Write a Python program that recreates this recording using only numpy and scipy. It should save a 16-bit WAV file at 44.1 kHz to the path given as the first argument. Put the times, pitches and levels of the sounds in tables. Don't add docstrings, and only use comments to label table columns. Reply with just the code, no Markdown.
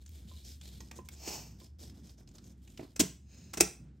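import sys
import numpy as np
from scipy import signal
from scipy.fft import rfft, irfft, next_fast_len
from scipy.io import wavfile
from scipy.ndimage import map_coordinates

SR = 44100
rng = np.random.default_rng(int(sys.argv[2]) if len(sys.argv) > 2 else 0)


def magnitude_from_level(level_db):
    exponent = np.asarray(level_db, float) / 20
    return 10 ** exponent


def wrap_up_sound(samples):
    columns = np.atleast_2d(samples).T
    tamed = np.clip(columns, -1, 1)
    steps = np.round(tamed * 32767).astype(np.int16)
    wavfile.write(sys.argv[1], SR, steps)


N = 176400


def unit(x):
    return x / np.sqrt(np.mean(x ** 2) + 1e-20)


def along(points, hz):
    f, v = np.transpose(points)
    return np.interp(np.log(hz + 1), np.log(f + 1), v)


def filtered(x, response):
    n = x.shape[-1]
    m = next_fast_len(n + 4096)
    return irfft(rfft(x, m) * response(np.fft.rfftfreq(m, 1 / SR)), m)[..., :n]


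def noise(count, response):
    return unit(filtered(rng.standard_normal(count), response))


def coloured(count, curve_db):
    return noise(count, lambda f: magnitude_from_level(along(curve_db, f)))


def wobble(rate):
    knots = rng.standard_normal(int(N * rate / SR) + 4)
    return map_coordinates(knots, [np.arange(N) * rate / SR])


def peak(hz, centre_hz, width_hz):
    return np.abs(hz * width_hz / (centre_hz ** 2 - hz ** 2 + 1j * hz * width_hz))


def add(track, s, sound):
    part = track[round(s * SR):][:len(sound)]
    part += sound[:len(part)]


def ring(modes, t):
    total = 0
    for hz, db, t60 in modes:
        level = magnitude_from_level(db + rng.normal(0, 2.7) - 60 * t / t60)
        total = total + level * np.sin(2 * np.pi * (hz * t + 0.23 * rng.random()))
    return total


# start_s, peak_db, build_s, boom_db, mid_db
SNAPS = [
    (2.96, -34, 0.0034, -21.5, 0),
    (2.994, -10, 0.012, -2, -8),
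    (3.533, -30, 0.0076, -14.5, 4.5),
    (3.571, -25, .004, -2, 4.5),
    (3.602, -10.5, 0.00878, -5, 1.5),
]
# pitch_hz, level_db
CRACK = [(300, -28), (1500, -17.5), (3000, -6.5), (4200, -6), (6000, -0.5), (9000, 0), (12000, -10.5),
         (16000, -15)]
# pitch_hz, level_db
MIDDLE = [(200, -30.5), (500, -2), (1000, -4.5), (1700, -6), (2600, -5), (4000, -31.5)]
# pitch_hz, level_db, t60_s
SHELL = [(650, -9, 0.088), (1020, 1, 0.02), (1357, 1, 0.077), (1750, -7.5, 0.038), (2070, -6, 0.08),
         (2620, -0.5, .05), (8300, 5, .03)]
# pitch_hz, level_db, t60_s
DISC = [(2570, -6, .06), (5320, -3, 0.042), (5840, 7, 0.049), (6260, -1, 0.035), (6600, -9, .06),
        (7950, -14.5, .04)]
# pitch_hz, level_db, t60_s
BOOM = [(104, -21.5, 0.061), (188, -13, 0.095), (252.7, -9, 0.079), (293.4, -15, 0.073), (354.4, -4, 0.043),
        (420, -6.5, 0.066), (635, -20, 0.055)]


def snaps():
    out, t = np.zeros(N), np.arange(8192) / SR
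    lid_hz = 288.8 * (1 + 0.55 * np.exp(-t / 0.0078))
    sag = np.sin(2 * np.pi * np.cumsum(lid_hz) / SR)
    for s, db, build, boom_db, mid_db in SNAPS:
        pressed = np.clip(t / build, 0, 1)
        rise = pressed ** 2.0
        volley = pressed ** 0.63 * magnitude_from_level(-60 * np.maximum(t - build, 0) / 0.045)
        spiky = magnitude_from_level(3.12 * rng.standard_normal(256).repeat(32))
        crack = coloured(len(t), CRACK) + magnitude_from_level(mid_db - 11.0) * coloured(len(t), MIDDLE)

        swell = np.sin(np.pi * np.clip(t / (0.0097 + 1.3 * build), 0, 1)) ** 0.58
        thump = magnitude_from_level(boom_db + 3) * swell * sag
        shell = magnitude_from_level(mid_db - 11.5) * ring(SHELL, t)
        add(out, s, magnitude_from_level(db - 10.5) * rise * (thump + shell))

        disc = magnitude_from_level(-7.0) * ring(DISC, t)
        boom = magnitude_from_level(boom_db + 6.5) * ring(BOOM, np.abs(t - 0.366 * build))
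        add(out, s, magnitude_from_level(db - 9) * (volley * spiky * crack + rise * (disc + boom)))
    return out


# start_s, length_s, level_db, centre_hz, drag_db
STROKES = [(0, 0.037, -67.5, 4000, -5), (0.1, 0.27, -69.5, 4400, -1.5), (0.268, 0.22, -59.5, 3940, -11.5),
           (0.33, 0.27, -67, 4400, -21), (0.43, 0.15, -56, 5250, -15), (0.604, 0.25, -60.5, 4200, -8.5),
           (0.808, 0.15, -68, 5100, -4), (0.92, 0.13, -68.5, 6160, 4), (1.104, 0.14, -65.5, 5030, -8),
           (1.046, 0.038, -62, 6500, -14), (0.953, 0.047, -56.5, 6800, -7),
           (1.122, 0.043, -57.5, 7000, -10.5), (1.585, 0.13, -62, 5130, -4.5), (1.786, .15, -57, 5100, -5),
           (1.937, 0.11, -70.5, 5200, -2.5), (2.029, 0.15, -66, 5300, -3), (2.168, 0.091, -70, 5600, 3),
           (2.267, 0.21, -69.5, 4940, 2), (2.432, 0.12, -63.5, 5950, -4), (2.641, 0.12, -74.5, 3600, 4),
           (2.766, 0.18, -64, 4500, 1.5), (3.937, 0.15, -85.5, 5030, 3.5)]
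# pitch_hz, width_hz, level_db
TRAY = [(2366, 430, 0.5), (3940, 410, -12), (5180, 390, 1.5), (6050, 550, -1.5), (7100, 100, -2),
        (8900, 2800, -8.5)]
# pitch_hz, level_db
SKIN = [(800, -27.5), (1700, -10.5), (2600, -12), (3300, -3), (5500, -12), (9000, -3), (11000, 1),
        (15500, -14.5)]
# pitch_hz, level_db
DRAG = [(90, -15.5), (160, -1.5), (320, 5.5), (700, -8), (1100, -16.5), (1600, -17.5), (2500, -30)]
# from_s, to_s (a row whose end lies before its start changes nothing)
STILL = [
    (2.1, 2.4),
    (2.8, 2.635),
    (.57, 0.37),
]


def strokes():
    t = np.arange(N) / SR

    def tray(f):
        body = sum(magnitude_from_level(db) * peak(f, centre, width) for centre, width, db in TRAY)
        return magnitude_from_level(along(SKIN, f)) * (0.43 + body)

    fidget = magnitude_from_level(-75.5 + 8.8 * wobble(6.6)) * np.clip((2.97 - t) / 0.057, 0, 1)
    out = fidget * noise(N, tray)
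    for start, end in STILL:
        out = out * np.clip(np.maximum(start - t, t - end) / 0.0078, 0.1, 1)
    grain = magnitude_from_level(1.9 * wobble(400) + 1.7 * wobble(90) + 2.3 * wobble(39.86))
    for s, length, db, hz, drag_db in STROKES:
        u = t[:SR // 2] / length
        shape = np.sin(np.pi * np.clip(u, 0, 1) ** 0.59) ** 1.24
        hiss = noise(len(u), lambda f: tray(f) * (0.5 + peak(f, hz, 0.3 * hz) ** 2))
        drag = magnitude_from_level(drag_db) * coloured(len(u), DRAG)
        add(out, s, magnitude_from_level(db) * shape * (hiss + drag))
    return out * grain


# full_s, hold_s, level_db, rise_db_per_s, fall_db_per_s
SWINGS = [
    (1.285, 0.073, -41, 202, 142),
    (3.339, 0.24, -61.5, 200.5, 55.5),
]
# pitch_hz, width_hz, level_db
SWUNG = [
    [(310, 250, 0.5), (753, 410, -4), (2600, 920, -6.5), (4500, 430, -4.5), (5350, 880, 0.5),
     (6180, 540, -3), (6800, 760, -3.5), (7830, 510, -5), (8500, 700, -10.5), (12000, 5700, -12.5)],
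    [(400, 340, -5.5), (1700, 600, -14), (2580, 560, -6), (4080, 600, -6), (5130, 500, -3), (6350, 450, -2),
     (6800, 350, -2), (7600, 500, -13), (8600, 560, -11), (13500, 3000, -26.5)],
]


def swings():
    out, t = np.zeros(N), np.arange(N) / SR
    for (s, hold, db, rise, fall), body in zip(SWINGS, SWUNG):
        level = db - rise * np.maximum(s - t, 0) - fall * np.maximum(t - s - hold, 0)
        level = level - 25 * np.clip(t - s, 0, hold)

        def response(f):
            return np.sqrt(0.00355 + sum((magnitude_from_level(g) * peak(f, c, w) ** 1.5) ** 2 for c, w, g in body))

        flutter = 1.1 * wobble(74) + 0.77 * wobble(400)
        out += magnitude_from_level(level + flutter) * noise(N, response) * (t < 3.6)
    return out


# start_s, peak_db, pitch_hz
TICKS = [(0.0608, -43, 7100), (0.0766, -50, 7100), (0.4692, -55, 4860), (0.612, -39.5, 3360),
         (0.6548, -42, 3600), (0.701, -62, 3270), (0.7355, -50.5, 3730), (0.8041, -37, 5900),
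         (0.9118, -34, 2160), (0.9709, -45, 6840), (1.0865, -39, 2310), (1.1354, -44.5, 7550),
         (1.275, -31, 5340), (1.3116, -45, 5400), (1.601, -48, 3780), (1.8028, -50.5, 5040),
         (1.8968, -45.5, 5000), (2.0693, -49.5, 6260), (2.093, -47.5, 4770), (2.1795, -53, 5700),
         (2.2744, -47.5, 4860), (2.288, -51, 7000), (2.3126, -57, 7000), (2.3527, -46, 6970),
         (2.382, -43, 4670), (2.4405, -49.5, 6550), (2.675, -46.5, 2580), (2.7, -51.5, 7100),
         (2.7743, -37.5, 3170), (2.805, -49, 3250)]
# start_s, peak_db, t60_s
CLICKS = [
    (1.088, -37, 0.0075),
    (1.6, -52, .008),
    (0.092, -50.5, 0.016),
    (1.786, -66, 0.017),
]


def ticks():
    out, t = np.zeros(N), np.arange(4096) / SR
    for s, db, hz in TICKS:

        def response(f):
            colour = magnitude_from_level(along(CRACK, f) * 0.2) * (0.27 + peak(f, hz, 0.1 * hz))
            return colour / (1 + (f / 11000) ** 4)

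        decay = magnitude_from_level(db - 3.5 - 60 * t / 0.029)
        add(out, s, decay * (1 - np.exp(-t / 0.0015)) * noise(len(t), response))
    for s, db, t60 in CLICKS:
        add(out, s, magnitude_from_level(db - 60 * t / t60) * noise(len(t), lambda f: f / (f + 2500)))
    return out


# start_s, peak_db, pitch_hz
KNOCKS = [
    (0.804, -52.5, 345),
    (0.913, -54, 240),
    (0.989, -38, 355),
    (1.276, -35.5, 316),
    (2.209, -49.5, 219),
    (2.794, -33, 278),
    (2.811, -40.5, 284),
    (2.83, -41, 289),
]
# start_s, peak_db, pitch_hz
TAPS = [(0.313, -53, 1026), (0.988, -46.5, 1017), (1.089, -64, 940), (1.613, -56.5, 1014),
        (2.385, -65, 1332), (2.825, -57, 940), (.805, -54.5, 913), (.806, -54, 1915), (.912, -56.5, 905),
        (2.796, -47.5, 623), (2.849, -46.5, 302), (3.036, -30.5, 290)]


def knocks():
    out, t = np.zeros(N), np.arange(4096) / SR
    t60 = 0.042
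    for s, db, hz in KNOCKS + TAPS:
        thud = ring([(hz, 0, t60), (hz * 1.2, -6, t60 * 0.7), (hz * 0.551, -6, t60)], t)
        thud = thud + 0.15 * magnitude_from_level(-60 * t / (0.89 * t60)) * coloured(len(t), MIDDLE)
        add(out, s, magnitude_from_level(db + 3.0) * (1 - np.exp(-t / 0.0013)) * thud)
    return out


# pitch_hz, t60_s
WALLS = [(150, 0.3), (400, 0.27), (1500, 0.32), (5000, 0.3), (14000, 0.31)]


def walls(x):
    hz, t, z = signal.stft(rng.standard_normal((2, SR // 2)), SR, nperseg=256)
    decay = magnitude_from_level(-60 * t / along(WALLS, hz)[:, None])
    tail = signal.istft(z * decay, SR, nperseg=256)[1]
    late = np.pad(x, (300, 0))[None]
    return signal.fftconvolve(late, tail / np.linalg.norm(tail[0]), axes=1)[:, :N]


# pitch_hz, level_db
AIR = [(53, -39.5), (90, -2.5), (231, -8), (286, -15), (340, -16), (463, -31.5), (1210, -43), (1390, -40),
       (9000, -56.5), (11700, -103.5), (19800, -120)]
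# time_s, level_db
HUM = [
    (0.0, -49.5),
    (3.56, -57.5),
    (3.641, -44),
    (3.7, -58),
    (4.0, -54.5),
]


def room_tone():
    air = [coloured(N, AIR) * magnitude_from_level(3.0 * wobble(8)) for _ in range(2)]
    s, db = np.transpose(HUM)
    hum_hz, wander_hz = 65.2, 7.1
    line = np.sqrt(2) * np.sin(2 * np.pi * np.cumsum(hum_hz + wander_hz * wobble(9)) / SR)
    fuzz = magnitude_from_level(-6.5) * noise(N, lambda f: peak(f, hum_hz, 28) ** 2)
    hum_level = magnitude_from_level(np.interp(np.arange(N) / SR, s, db))
    return magnitude_from_level(-58) * np.array(air) + hum_level * (line + fuzz)


# pitch_hz, level_db
WALLS_COLOUR = [(150, 6), (300, -4.5), (600, -4), (1000, 0.5), (16000, -7)]


def scene():
    near = snaps() + strokes() + swings() + ticks() + knocks()
    scatter = rng.standard_normal(1024) * magnitude_from_level(-60 * np.arange(1024) / SR / 0.053)
    scattered = signal.fftconvolve(near, scatter / np.linalg.norm(scatter))[:N]
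    echoes = walls(filtered(near, lambda f: magnitude_from_level(along(WALLS_COLOUR, f))))
    return np.array([near, scattered]) + magnitude_from_level(-8) * echoes + room_tone()


def band_limit(x):
    return signal.sosfilt(signal.butter(12, 16810, fs=SR, output="sos"), x)


# pitch_hz, likeness (0 to 1)
ALIKE = [(120, 1), (350, .985), (600, .7), (1200, .4), (2700, .97), (5000, .98), (8500, .8), (9600, 1),
         (11000, 1), (12400, .65), (13700, 1)]
# pitch_hz, lead_rad
LEAD = [(0, 0), (600, -.4), (1100, 0), (5000, 0), (5900, .6), (6900, .1), (8200, 1.1), (9000, 2.5),
        (9450, np.pi), (10800, np.pi), (11400, 3.6), (13600, 2 * np.pi)]
# pitch_hz, level_db
LEAN = [(100, 0), (350, -2), (520, -5), (690, -7), (1030, -7), (1400, -6), (2100, -1), (2800, 0)]


def record(dry):
    def share(f):
        turn = np.arccos(np.clip(along(ALIKE, f), 0, 1)) / 2
        return np.array([np.cos(turn), np.sin(turn)])

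    mid, side = filtered(dry, share)
    lead_hz, lead = np.transpose(LEAD)

    def port(f):
        top = np.clip((16100 - f) / 400, 0, 1)
        low_cut = f ** 4 / (f ** 4 + 48 ** 4)
        both = []
        for sign in (1, -1):
            level = magnitude_from_level(sign * along(LEAN, f) / 2)
            phase = np.exp(0.5j * sign * np.interp(f, lead_hz, lead))
            both.append(top * low_cut * level * phase)
        return np.array(both)

    mix = filtered(np.array([mid + side, mid - side]), port)
    return band_limit(mix)


dry = scene()
out = record(dry)
wrap_up_sound(out)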